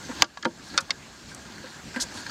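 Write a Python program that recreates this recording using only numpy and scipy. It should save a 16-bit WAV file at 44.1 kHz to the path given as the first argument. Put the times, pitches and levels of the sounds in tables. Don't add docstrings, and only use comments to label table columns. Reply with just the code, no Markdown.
import sys
import numpy as np
from scipy import signal
from scipy.fft import rfft, irfft
from scipy.io import wavfile
from scipy.ndimage import uniform_filter1d

SR = 44100
rng = np.random.default_rng(int(sys.argv[2]) if len(sys.argv) > 2 else 0)


def digitize_waveform(pressure):
    field = np.atleast_2d(pressure).T
    bounded = np.clip(field, -1, 1)
    quanta = np.round(bounded * 32767).astype(np.int16)
    wavfile.write(sys.argv[1], SR, quanta)


def gain_from_db(level_db):
    decades = np.asarray(level_db, float) / 20
    return 10 ** decades


N = 101429


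def evened(x):
    return x / np.sqrt(np.mean(x ** 2) + 1e-20)


def over_time(points):
    return np.interp(np.arange(N) / SR, *np.transpose(points))


def colour(points, size):
    hz, db = np.transpose(points)
    bins_hz = np.fft.rfftfreq(size, 1 / SR)
    return gain_from_db(np.interp(np.log(bins_hz + 1), np.log(hz + 1), db))


def add(mix, start_s, sound):
    part = mix[round(start_s * SR):][:len(sound)]
    part += sound[:len(part)]


def resonate(x, hz, width_hz):
    radius = np.exp(-np.pi * width_hz / SR)
    pole = radius * np.exp(2j * np.pi * hz / SR)
    for _ in range(2):
        x = 2 * signal.lfilter([1 - radius], [1, -pole], x).real
    return x


# time_s, gain_db
GAIN_CONTROL = [
    (0, -0.5),
    (.225, 2.5),
    (.25, -11.5),
    (.5, -8.5),
    (.77, -1.5),
    (.83, -6.5),
    (1.5, -3.5),
    (2.3, 0.5),
]


def camera_gain_db():
    return over_time(GAIN_CONTROL)


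def preamp_hiss():
    low_pass = signal.butter(8, 14900, fs=SR, output="sos")
    return gain_from_db(-60.5) * signal.sosfilt(low_pass, rng.standard_normal(N))


def engine_drone():
    return gain_from_db(-59.5) * evened(resonate(rng.standard_normal(N), hz=65, width_hz=24))


# pitch_hz, density_db (per Hz)
AIR_SPECTRUM = [(15, -50), (40, -10.5), (219, -4), (387, -12), (431, -13.5), (1210, -15), (1580, -17),
                (7430, -20), (16300, -68.5)]


def air():
    real, imag, patches = rng.standard_normal((N // 128 + 5, 257, 3)).T
    patches = uniform_filter1d(uniform_filter1d(patches, 8, 0), 16, 1)
    spectrum = (real + 1j * imag) * gain_from_db(1.85 * evened(patches))
    hiss = signal.istft(spectrum, nperseg=512, noverlap=384)[1][:N]
    return gain_from_db(-42) * evened(irfft(rfft(hiss) * colour(AIR_SPECTRUM, N), N))


# time_s, level_db
RUB_EFFORT = [(0, -52), (.1, -48.5), (.15, -47.5), (.21, -35.5), (.26, -63.5), (.62, -58.5), (.75, -46.5),
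              (.84, -56), (1.25, -58.5), (1.57, -53.5), (1.66, -50.5), (1.82, -60.5), (1.9, -55.5),
              (2.17, -48), (2.3, -48)]
# pitch_hz, width_hz, level_db
RUB_BODY = [(281, 130, -3), (943, 410, -5.5), (1444, 63, -8), (1622, 250, 0.5), (3450, 240, -11),
            (4350, 910, -2), (6500, 560, -10.5)]


def rubbing():
    catches_per_s, spread_db, flutter_db = 4000, 2.8, 2.5
    strength = gain_from_db(spread_db * np.minimum(rng.exponential(1, N), 4))
    caught = rng.random(N) < catches_per_s / SR
    catches = rng.standard_normal(N) * strength * caught
    body = np.zeros(N)
    for hz, width_hz, db in RUB_BODY:
        swell = uniform_filter1d(uniform_filter1d(rng.standard_normal(N), 1500), 1500)
        body += gain_from_db(db + flutter_db * evened(swell)) * evened(resonate(catches, hz, width_hz))
    return gain_from_db(3 + over_time(RUB_EFFORT) - camera_gain_db()) * evened(body)


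# start_s, length_s, level_db, pitch_hz, rise_s
SLIPS = [(0.16, 0.1, -48, 3750, 0.069), (0.614, 0.16, -52.5, 5770, 0.028), (.803, 0.017, -39, 6700, 0.0039),
         (1.277, 0.067, -50, 5530, 0.012), (1.3474, 0.0017, -37, 7800, 0.00024),
         (1.349, 0.003, -42, 8200, 0.00081), (1.752, 0.0013, -54, 9500, 0.00044),
         (1.955, .02, -54.5, 7600, 0.0043), (1.998, 0.048, -31.5, 6500, 0.014),
         (1.999, 0.045, -37.5, 4800, 0.0015), (2.134, 0.098, -51.5, 6500, 0.0097),
         (2.168, 0.021, -46.5, 3730, 0.0051), (2.2, 0.012, -52, 7800, 0.0035)]


def slips():
    out, t = np.zeros(N), np.arange(4096) / SR
    for start_s, length_s, level_db, hz, rise_s in SLIPS:
        noise, roughness = rng.standard_normal((2, 4096))
        grit = noise * gain_from_db(1.2 * evened(uniform_filter1d(roughness, 40)))
        high_pass = signal.butter(6, hz / 1.44, "high", fs=SR, output="sos")
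        low_pass = signal.butter(3, min(hz * 1.06, 20000), fs=SR, output="sos")
        hiss = evened(signal.sosfilt(np.vstack([high_pass, low_pass]), grit))
        hiss += gain_from_db(-30) * np.diff(grit, prepend=0)
        swell = t / max(rise_s, 1e-4)
        easing = (1 - t / length_s) / 0.47
        add(out, start_s, gain_from_db(level_db) * hiss * np.clip(np.minimum(swell, easing), 0, 1))
    return out


# level_db, t60_s (at 1 kHz), t60_fall (exponent of pitch), lowest_hz (radiated)
CROWD_LAWS = [
    (-7.5, 0.056, 0.62, 440),
    (-0.5, 0.13, 0.88, 420),
    (4, 0.067, 0.89, 1900),
    (-5.5, 0.057, 1, 272),
    (-8, 0.026, 1, 260),
    (-0.5, 0.042, 0.27, 890),
    (-6, 0.085, .9, 510),
    (-15, 0.026, .3, 490),
]
PARTS = ("clamp", "nut", "latch", "board", "rail", "peg", "catch", "tap")


def strong_ring(modes, t):
    return sum(gain_from_db(db - 60 * t / max(t60_s, .004)) * np.sin(2 * np.pi * hz * t) for hz, db, t60_s in modes)


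def weak_ring(crowd, t60_1k_s, fall, t):
    hz = np.geomspace(180, 19000, 90)[:, None] * rng.uniform(1.0, 1.03, (90, 1))
    t60_s = t60_1k_s * (hz / 1000) ** -fall
    crowd_hz, crowd_db = np.transpose(crowd)
    size = gain_from_db(np.interp(np.log(hz), np.log(crowd_hz), crowd_db)) * np.sqrt(hz / t60_s)
    size = size * rng.uniform(-1.19, 1, (90, 1))
    return (size * gain_from_db(-60 * t / t60_s) * np.sin(2 * np.pi * hz * t)).sum(0)


def blows(part, hits, modes, crowd):
    crowd_db, t60_1k_s, fall, lowest_hz = CROWD_LAWS[PARTS.index(part)]
    t, out = np.arange(3072) / SR, np.zeros(N)
    strong = evened(strong_ring(modes, t))
    onset = 1 - np.exp(-(t / 0.000093) ** 2)
    radiation = signal.butter(3, lowest_hz, "high", fs=SR, output="sos")
    for start_s, level_db, chatter_s, hardness_hz in hits:
        weak = evened(weak_ring(crowd, t60_1k_s, fall, t))
        contact = 0.39 * rng.standard_normal(1024) * np.exp(-t[:1024] / max(chatter_s, 1e-4))
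        contact[0] = min(1, 0.0014 / chatter_s)
        contact = signal.lfilter(*signal.butter(2, min(hardness_hz, 20000), fs=SR), contact)
        body = signal.fftconvolve(contact, (strong + gain_from_db(crowd_db) * weak) * onset)
        add(out, start_s, gain_from_db(level_db) * 0.082 * evened(signal.sosfilt(radiation, body)))
    return out


# pitch_hz, level_db, t60_s
RAIL_MODES = [(244, 10.5, 0.056), (510.4, -1.5, 0.075), (923, -1, 0.063), (1570, -6, 0.012),
              (1690, -7, 0.05)]
# pitch_hz, level_db
RAIL_CROWD = [(88, -27), (150, -27), (600, -17), (1170, -16), (1630, -18), (2480, 7), (4400, -1),
              (12000, -45), (22000, -120)]
# start_s, level_db, chatter_s, hardness_hz
RAIL_HITS = [(.092, -26.5, 0.0038, 1160), (0.099, -29, .008, 800), (.456, -8.5, 0.0069, 405),
             (1.639, -28, 0.0033, 1000), (1.654, -45, 0.011, 800), (1.9605, -24, 0.004, 2580),
             (1.967, -23, 0.0017, 700), (1.987, -30.5, 0.0068, 600), (2.145, -35.5, 0.0074, 600)]


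def rail():
    return blows("rail", RAIL_HITS, RAIL_MODES, RAIL_CROWD)


# pitch_hz, level_db, t60_s
PEG_MODES = [(997, 1, 0.031), (1434, -4, 0.052), (1590, 5.5, 0.044), (1740, 2.5, 0.02), (1920, -7.5, 0.014)]
# pitch_hz, level_db
PEG_CROWD = [(500, -16), (900, 2), (1600, -18), (2100, -40), (4000, -1)]
# start_s, level_db, chatter_s, hardness_hz
PEG_HITS = [(.04, -37.5, 0.0034, 3060), (0.098, -35.5, .008, 3020), (0.116, -34, 0.0077, 3000),
            (0.159, -44, .012, 3000), (0.2269, -22.5, 0.0066, 3020), (0.432, -47, 0.0055, 3000),
            (1.14, -38, 0.014, 3000), (1.316, -32, 0.0064, 3000), (1.451, -35.5, 0.0097, 3000),
            (1.581, -35.5, 0.0021, 5000), (1.642, -34.5, 0.0095, 3000), (1.669, -35, 0.0049, 3000),
            (1.721, -43, 0.014, 3000), (1.788, -36, 0.017, 3000), (1.943, -29, 0.018, 3000),
            (1.961, -23.5, 0.0037, 4000), (1.968, -24, 0.0063, 3020), (1.98, -41, .006, 3000),
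            (1.994, -32, 0.0027, 3000), (2.005, -29.5, 0.0039, 3000), (2.037, -35, 0.0031, 3000),
            (2.108, -40, .008, 3000), (2.173, -34.5, 0.011, 3020), (2.196, -36, .006, 3000),
            (2.264, -28, 0.0048, 3100)]


def peg():
    return blows("peg", PEG_HITS, PEG_MODES, PEG_CROWD)


# pitch_hz, level_db, t60_s
TAP_MODES = [(1000, -2.5, 0.049), (1125, 6, 0.043), (1340, 3, 0.037), (1654, -1.5, 0.055)]
# start_s, level_db, chatter_s, hardness_hz
TAP_HITS = [(.113, -35.5, .004, 3000), (.372, -20.5, 0.0026, 1780), (0.4551, -23, 0.00038, 1500),
            (.895, -27, 0.0022, 3000)]


def tap():
    return blows("tap", TAP_HITS, TAP_MODES, PEG_CROWD)


# pitch_hz, level_db, t60_s
BOARD_MODES = [(226, 3.5, 0.084), (338, -2.5, 0.11), (600, -2.5, 0.097), (935, 4.5, .065), (1402, 7, 0.053),
               (1546, 5, 0.025), (1645, 7, 0.036), (1880, -16, 0.035)]
# pitch_hz, level_db
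BOARD_CROWD = [(88, -32), (150, 5), (275, -12), (713, -8.5), (1690, 0), (2530, -15), (4220, -30),
               (12000, -62), (15600, -95), (22000, -120)]
# start_s, level_db, chatter_s, hardness_hz
BOARD_HITS = [(0.2217, -21, 0.002, 3000), (0.237, -19.5, 0.0095, 1180), (0.431, -20, 0.0024, 3000),
              (.4532, -5, 0.00082, 5000), (.4582, -10, 0.00039, 2000), (.469, -15.5, 0.00071, 690),
              (0.739, -29, 0.04, 4000), (0.82, -46, 0.003, 3704)]


def board():
    return blows("board", BOARD_HITS, BOARD_MODES, BOARD_CROWD)


# pitch_hz, level_db, t60_s
LATCH_MODES = [(2020, -21, 0.054), (3210, 3, 0.021), (4240, -5, 0.054), (5130, -14, .02), (8100, -9, 0.016)]
# pitch_hz, level_db
LATCH_CROWD = [(240, -54), (400, -59), (1990, 4.5), (2590, -16.5), (4440, 2.5), (8110, -12.5), (8900, -48),
               (16000, -58)]
# start_s, level_db, chatter_s, hardness_hz
LATCH_HITS = [(0.3714, -27, 0.0028, 10800), (0.426, -23, 0.0033, 9900), (0.427, -26, .001, 9900),
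              (0.4475, -21, 0.0039, 11800), (0.4537, -17.5, 0.0015, 12000), (2.265, -34.5, 0.0025, 9100)]


def latch():
    return blows("latch", LATCH_HITS, LATCH_MODES, LATCH_CROWD)


# pitch_hz, level_db, t60_s
NUT_MODES = [(1033, -9.5, 0.041), (1380, 2.5, 0.022), (2345, -6, 0.026), (3610, 1.5, 0.024),
             (4630, 3.5, 0.0096), (5300, -2.5, 0.03), (6950, -7, 0.036), (544, -19, 0.16)]
# pitch_hz, level_db
NUT_CROWD = [(180, -54), (300, -46), (1390, -12), (2070, -20), (3520, -19), (4020, -23), (4670, -5),
             (16000, -60)]
# start_s, level_db, chatter_s, hardness_hz
NUT_HITS = [
    (0.7769, -7, 0.00029, 8840),
    (0.7836, -16, 0.00073, 9900),
    (2.294, -31.5, 0.0054, 4660),
]


def nut():
    return blows("nut", NUT_HITS, NUT_MODES, NUT_CROWD)


# pitch_hz, level_db, t60_s
CATCH_MODES = [(535, -22, 0.066), (1590, -14, 0.028), (1900, -14, 0.027), (2150, 1, 0.016),
               (3390, -7.5, 0.022), (3720, -0.5, 0.019), (4385, 0.5, 0.017), (4990, -7, 0.022),
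               (5200, -10, 0.018), (6020, -20, 0.027), (6850, -23, 0.015), (7450, -33, 0.016),
               (7930, -16, 0.018), (9800, -29, 0.012)]
# pitch_hz, level_db
CATCH_CROWD = [(300, -23), (2000, -5), (4400, -2), (8000, -14), (11000, -41), (16000, -48)]
# start_s, level_db, chatter_s, hardness_hz
CATCH_HITS = [
    (0.9063, -9.5, 0.00011, 11800),
    (.9072, -18.5, 0.00016, 12000),
    (0.9083, -15, 0.00022, 11900),
    (.911, -31, 0.0012, 12000),
]


def catch():
    return blows("catch", CATCH_HITS, CATCH_MODES, CATCH_CROWD)


# pitch_hz, level_db, t60_s
CLAMP_MODES = [(306, -10, 0.11), (800, -18.5, 0.063), (1162, -15, 0.12), (2282, 2.5, 0.0089),
               (3100, 9.5, 0.0039), (3596, -2, 0.018), (4390, 2, 0.014), (4800, 6.5, 0.011),
               (5030, -1, 0.012), (5880, 1, 0.013), (6670, 1.5, 0.015), (7800, -8.5, 0.0099),
               (10080, -15.5, 0.0066), (14200, -12, .004)]
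# pitch_hz, level_db
CLAMP_CROWD = [(120, -44), (200, -7), (944, -2), (1610, -28), (2610, 1.5), (4880, 3), (5560, -5),
               (6810, 0.5), (16500, -35)]
# start_s, level_db, chatter_s, hardness_hz
CLAMP_HITS = [
    (0.2216, -7, 0.00014, 17500),
    (.2236, -27, 0.00012, 12000),
    (0.242, -23, 0.0076, 5000),
]


def clamp():
    return blows("clamp", CLAMP_HITS, CLAMP_MODES, CLAMP_CROWD)


def scene():
    background = preamp_hiss() + engine_drone() + air()
    wood = rail() + peg() + tap() + board()
    metal = latch() + nut() + catch() + clamp()
    return (background + rubbing() + gain_from_db(5.5) * (slips() + wood + metal))[None]


def roll_off(x):
    return signal.sosfilt(signal.butter(12, 16670, fs=SR, output="sos"), x)


def record(dry):
    limited = signal.oaconvolve(dry, signal.firwin(255, 16000, fs=SR)[None], "same")
    finished = np.clip(limited * gain_from_db(camera_gain_db()), -1, 1)
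    return roll_off(finished)


dry = scene()
out = record(dry)
digitize_waveform(out)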